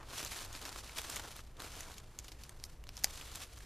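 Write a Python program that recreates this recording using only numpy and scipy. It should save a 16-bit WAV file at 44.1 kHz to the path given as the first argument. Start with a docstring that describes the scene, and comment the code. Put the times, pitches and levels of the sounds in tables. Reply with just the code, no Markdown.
"""A garden bed, the microphone close to gloved hands rummaging through dry, leathery leaves.
For two seconds the leaves slide and crinkle in several strokes, while stalks tick and snap.
The hands go quieter; at three seconds the shears bite through one stem and the rustling picks up.
A low outdoor rumble and a faint hiss lie behind it throughout."""
import sys
import numpy as np
from scipy import signal
from scipy.fft import rfft, irfft, next_fast_len
from scipy.io import wavfile

SR = 44100
rng = np.random.default_rng(int(sys.argv[2]) if len(sys.argv) > 2 else 0)


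def store_pcm(level_fs):
    """Save levels as 16-bit WAV."""
    pcm = np.round(np.clip(level_fs, -1, 1) * 32767).astype(np.int16)
    wavfile.write(sys.argv[1], SR, np.atleast_2d(pcm).T)


N = 160965
BAND_EDGE_HZ = 14400

# Stereo width of the treble hiss: f/Hz, gain of the side signal/dB
WIDTH = [(2500, -65), (3800, -44), (5000, -14.5), (8000, -3), (14000, -4)]


def rustle():
    """Close up, leaves crinkle and slide over the duller rub of gloves and stalks; gives middle, side."""
    # Strokes of the hands in the foliage: t/s, leaf level/dB, rubbing level/dB
    strokes = [(0, -70, -50.5), (.07, -61.5, -61.5), (.12, -52.5, -55), (.18, -43, -55.5), (.235, -48, -51),
               (.285, -49, -63), (.38, -45, -56.5), (.42, -51, -54), (.452, -46.5, -49.5),
               (.475, -57, -59.5), (.52, -57, -57.5), (.565, -49.5, -59), (.635, -55.5, -57),
               (.67, -46, -49.5), (.73, -55.5, -59), (.80, -49, -60), (.835, -58.5, -62), (.88, -52.5, -61),
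               (.94, -57, -59), (.985, -43, -51.5), (1.03, -48.5, -57), (1.09, -50.5, -54),
               (1.16, -43.5, -54), (1.19, -53, -57), (1.25, -53.5, -53), (1.335, -56.5, -62),
               (1.405, -56, -63), (1.43, -69, -89), (1.55, -71, -70), (1.587, -64, -59),
               (1.605, -50, -51.5), (1.69, -53.5, -58.5), (1.80, -50.5, -58), (1.88, -57, -57.5),
               (1.97, -57, -64), (2.0, -65.5, -65.5), (2.14, -66, -69), (2.24, -63.5, -72),
               (2.37, -65.5, -74), (2.42, -59, -66), (2.53, -67.5, -68), (2.61, -68, -76),
               (2.66, -73, -66.5), (2.70, -61.5, -68), (2.79, -76, -85), (2.92, -68, -81), (2.97, -55, -66),
               (3.02, -57.5, -69), (3.075, -54.5, -57), (3.16, -53, -67), (3.215, -52, -57),
               (3.27, -54, -64), (3.34, -53.5, -59), (3.365, -51, -60), (3.39, -52, -63.5),
               (3.438, -49, -57.5), (3.47, -66, -80), (3.53, -58.5, -64.5), (3.65, -61, -70)]
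    # Spectrum of the dry leaves: f/Hz, relative level/dB
    leaf_colour = [(150, -10.5), (400, -5), (900, -1.5), (1800, 0), (3000, 1.5), (4500, 1), (6500, -0.5),
                   (8500, -3.5), (11000, -5.5), (14500, -10.5)]
    # Spectrum of gloves and stalks rubbing: f/Hz, relative level/dB
    rub_colour = [(60, -24), (150, -9), (300, 0.5), (600, -1.5), (1000, 0.5), (1400, 0), (2200, -12),
                  (5000, -17), (12000, -33)]
    t = np.arange(N) / SR
    stroke_s, leaf_db, rub_db = np.transpose(strokes)
    leaf_gain = amp(np.interp(t, stroke_s, leaf_db))
    rub_gain = amp(np.interp(t, stroke_s, rub_db))
    catch = catching()
    crinkling = amp(-2.5) * crinkles()
    sliding = amp(-2) * rng.standard_normal(N)
    leaves = leaf_gain * catch * unit_rms(coloured(crinkling + sliding, leaf_colour))
    rub = rub_gain * catch * unit_rms(coloured(crinkles(), rub_colour))
    side_noise = unit_rms(coloured(rng.standard_normal(N), leaf_colour))
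    return leaves + rub, leaf_gain * coloured(side_noise, WIDTH)


def crinkles(patches=32, per_s=2600, spread_db=4, decay_s=.0005):
    """Tiny buckles of uneven size, each ringing one of many patches of leaf for an instant."""
    size_db = spread_db * np.minimum(rng.exponential(1, N), 4.17)
    sizes = amp(size_db) * rng.choice([-1, 1], N)
    clicks = sizes * (rng.random(N) < per_s / SR)
    patch = rng.integers(0, patches, N)
    t = np.arange(256) / SR
    rings = rng.standard_normal((patches, len(t))) * np.exp(-t / decay_s)
    out = np.zeros(N)
    for k, ring in enumerate(rings):
        out += signal.oaconvolve(clicks * (patch == k), unit_rms(ring))[:N]
    return unit_rms(out)


def catching(grip_s=.009, depth_db=2.2):
    """The leaves catch and let go: a gain with quick random swells."""
    window = np.hanning(int(2 * grip_s * SR))
    swell = unit_rms(signal.oaconvolve(rng.standard_normal(N), window, "same"))
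    return unit_rms(amp(depth_db * swell))


def snaps(peak_db=8, peak_octaves=.31):
    """Each stalk or leaf rib breaks with a resonance of its own."""
    # Stalks and ribs breaking: t/s, level/dB, decay/s, resonance f/Hz, tilt/(dB per octave)
    breaks = [(0.2285, -38, .002, 5000, -2), (0.2486, -35, 0.0006, 7000, 2), (.262, -39.5, 0.0013, 4520, 1),
              (.3897, -41, 0.00054, 4000, -3), (.4475, -43, .002, 4500, 6), (.528, -44.5, .002, 6000, 0),
              (.551, -40, 0.00075, 4800, -3.5), (.6155, -44, 0.0011, 3500, 3),
              (.653, -38.5, 0.0014, 4950, -1), (.692, -42, .0007, 4500, -2),
              (0.76, -41.5, 0.0024, 1300, -4.5), (.844, -47, .002, 4970, 1),
              (0.8944, -45, 0.0023, 2600, -5), (.9605, -43.5, 0.0027, 4000, -5),
              (.982, -36.5, 0.0027, 3500, 3.5), (0.9851, -31.5, 0.0025, 2480, 0),
              (1.017, -41.5, .0006, 6200, 1), (1.099, -35, .002, 6300, 2.5),
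              (1.1604, -34.5, .0015, 6400, 1.5), (1.1662, -35.5, 0.0015, 2190, -1.5),
              (1.173, -39.5, 0.0014, 3000, 1), (1.1956, -37, .005, 1000, -2.5),
              (1.315, -45.5, 0.0045, 1500, 1), (1.3645, -44, 0.0018, 4000, 6), (1.391, -44, .005, 1300, -4),
              (1.568, -53.5, 0.0044, 3300, -1), (1.602, -41.5, .0014, 4500, -3),
              (1.62, -41, .002, 1200, -0.5), (1.806, -38, 0.0023, 6000, 0.5), (1.9407, -51, .003, 4500, 2),
              (1.981, -42.5, .0025, 6600, 1), (2.1885, -36.5, 0.0016, 6960, 0.5),
              (2.196, -47.5, .003, 6000, 1), (2.2435, -47, .006, 6000, -1), (2.2818, -47, .0007, 3000, -1),
              (2.284, -45.5, .006, 5000, -1), (2.318, -44.5, 0.0057, 5200, -1.5),
              (2.436, -43.5, 0.0035, 5500, 2), (2.494, -44, 0.0014, 9600, 1.5),
              (2.599, -52.5, 0.0018, 5000, -3), (2.6388, -36, .001, 5240, 2.5),
              (2.649, -45.5, .009, 5600, 5), (2.8391, -50.5, .0012, 2900, 0),
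              (2.869, -50.5, .0008, 4500, -4.5), (2.8755, -58, .001, 5000, 0),
              (2.891, -41.5, 0.00074, 5200, -2.5), (2.9685, -41, .0012, 6000, 2),
              (2.9765, -45.5, .0015, 5600, -1.5), (2.99, -49, .002, 6000, 3),
              (3.0715, -46.5, .002, 4500, -4.5), (3.108, -46, .0012, 7000, 1),
              (3.2115, -41.5, 0.0047, 3180, -2), (3.3565, -38.5, 0.0023, 7500, 1.5),
              (3.588, -50, .001, 6000, 6), (3.6048, -51, .002, 1590, -3)]
    # Spectrum common to all snaps: f/Hz, relative level/dB
    stalk_colour = [(100, -15), (400, -4.5), (1200, -1), (3000, 0.5), (6000, -0.5), (9000, -4),
                    (14500, -7.5)]
    out, hz = np.zeros(N), np.fft.rfftfreq(2048, 1 / SR)
    for start_s, level_db, decay_s, ring_hz, tilt_db in breaks:
        octaves = np.log2((hz + 20) / ring_hz)
        resonance_db = peak_db * np.exp(-(octaves / peak_octaves) ** 2)
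        colour_db = spectrum_db(stalk_colour, hz) + tilt_db * octaves + resonance_db
        add(out, start_s, fracture(level_db, decay_s, colour_db, rise_s=.0002))
    return out


def shears_cut(broadband_db=-10.5):
    """The stem breaks in stages between the blades, ringing stem and shears."""
    # Skin splits, fibres give, the core breaks: t/s, level/dB, decay/s, tilt/(dB per octave)
    stages = [(3.0377, -33.5, 0.0013, 6), (3.0426, -27.5, 0.00084, -3.5), (3.0438, -19.5, 0.00035, 2.5),
              (3.0446, -31.5, 0.0015, 1)]
    # Resonances of stem and shears: f/Hz, width/Hz, relative level/dB
    resonances = [(770, 440, 0.5), (1870, 610, 3.5), (2600, 440, -3), (4360, 700, 0), (5200, 650, 5),
                  (6080, 630, 1), (6900, 500, -4.5), (7700, 500, -7), (11200, 1500, -21),
                  (13600, 1200, -23)]
    out, hz = np.zeros(N), np.fft.rfftfreq(2048, 1 / SR)
    power = amp(broadband_db) ** 2 / (1 + (hz / BAND_EDGE_HZ) ** 8)
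    for ring_hz, width_hz, ring_db in resonances:
        power += amp(ring_db) ** 2 / (1 + (2 * (hz - ring_hz) / width_hz) ** 2) ** 2
    for start_s, level_db, decay_s, tilt_db in stages:
        colour_db = 10 * np.log10(power) + tilt_db * np.log2(1 + hz / 1000)
        add(out, start_s, fracture(level_db, decay_s, colour_db, rise_s=.00005))
    return out


def fracture(level_db, decay_s, colour_db, rise_s):
    """A quickly dying volley of tiny breaks rings a body; the level is its energy spread over 2 ms."""
    t = np.arange(2 * (len(colour_db) - 1)) / SR
    volley = rng.standard_normal(len(t)) * np.exp(-t / decay_s) * (1 - np.exp(-t / rise_s))
    log_gain = np.log(amp(np.r_[colour_db, colour_db[-2:0:-1]]))
    # Minimum phase: the body rings only after it is struck
    body = np.exp(np.conj(signal.hilbert(log_gain)))[:len(colour_db)]
    sound = irfft(rfft(volley) * body)
    return amp(level_db) * sound / np.linalg.norm(sound) * np.sqrt(.002 * SR)


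def reflections(x, level_db=-14, t60_s=.052):
    """Brief, faint returns from the nearby soil, plants and kneeling body."""
    t = np.arange(SR // 4) / SR
    tail = rng.standard_normal(len(t)) * amp(-60 * t / t60_s) * (t > .002)
    return amp(level_db) * signal.oaconvolve(x, tail / np.linalg.norm(tail))[:N]


def outdoor_air(level_db=-53):
    """Low outdoor rumble and a faint hiss in the background; gives middle, side."""
    # Spectrum of the outdoor background: f/Hz, relative level/dB
    air_colour = [(8, -21), (14, -7), (19, 6.5), (27, -3), (40, -4), (57, 2), (75, -6.5), (105, -8),
                  (140, -13.5), (190, -20), (400, -23), (1000, -29.5), (2500, -38), (6000, -45.5),
                  (14000, -50)]
    noises = rng.standard_normal((2, N))
    middle, side = (amp(level_db) * unit_rms(coloured(noise, air_colour)) for noise in noises)
    return middle, coloured(side, WIDTH)


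def amp(db):
    """Decibels to gain."""
    return 10 ** (np.asarray(db) / 20)


def unit_rms(x):
    """Scales to rms 1."""
    return x / np.sqrt(np.mean(x ** 2) + 1e-20)


def spectrum_db(points, hz):
    """Reads a spectrum table on a log-frequency axis."""
    f, db = np.transpose(points)
    return np.interp(np.log(hz + 1), np.log(f + 1), db)


def coloured(x, points):
    """Filters by a spectrum table."""
    size = next_fast_len(len(x))
    gain = amp(spectrum_db(points, np.fft.rfftfreq(size, 1 / SR)))
    return irfft(rfft(x, size) * gain, size)[:len(x)]


def add(mix, start_s, sound):
    """Mixes a sound in at a time."""
    part = mix[round(start_s * SR):][:len(sound)]
    part += sound[:len(part)]


def scene():
    """Everything sits centred; a wide hiss above about 4 kHz swells with the rustling."""
    leaves, swelling_hiss = rustle()
    air, steady_hiss = outdoor_air()
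    breaks = snaps() + shears_cut()
    middle = leaves + breaks + reflections(breaks) + air
    side = swelling_hiss + steady_hiss
    return np.array([middle + side, middle - side])


def record(dry):
    """The recorder cuts off the highest treble."""
    lowpass = signal.firwin(301, BAND_EDGE_HZ, window=("kaiser", 8), fs=SR)
    return signal.oaconvolve(dry, lowpass[None], "same")


dry = scene()
out = record(dry)
store_pcm(out)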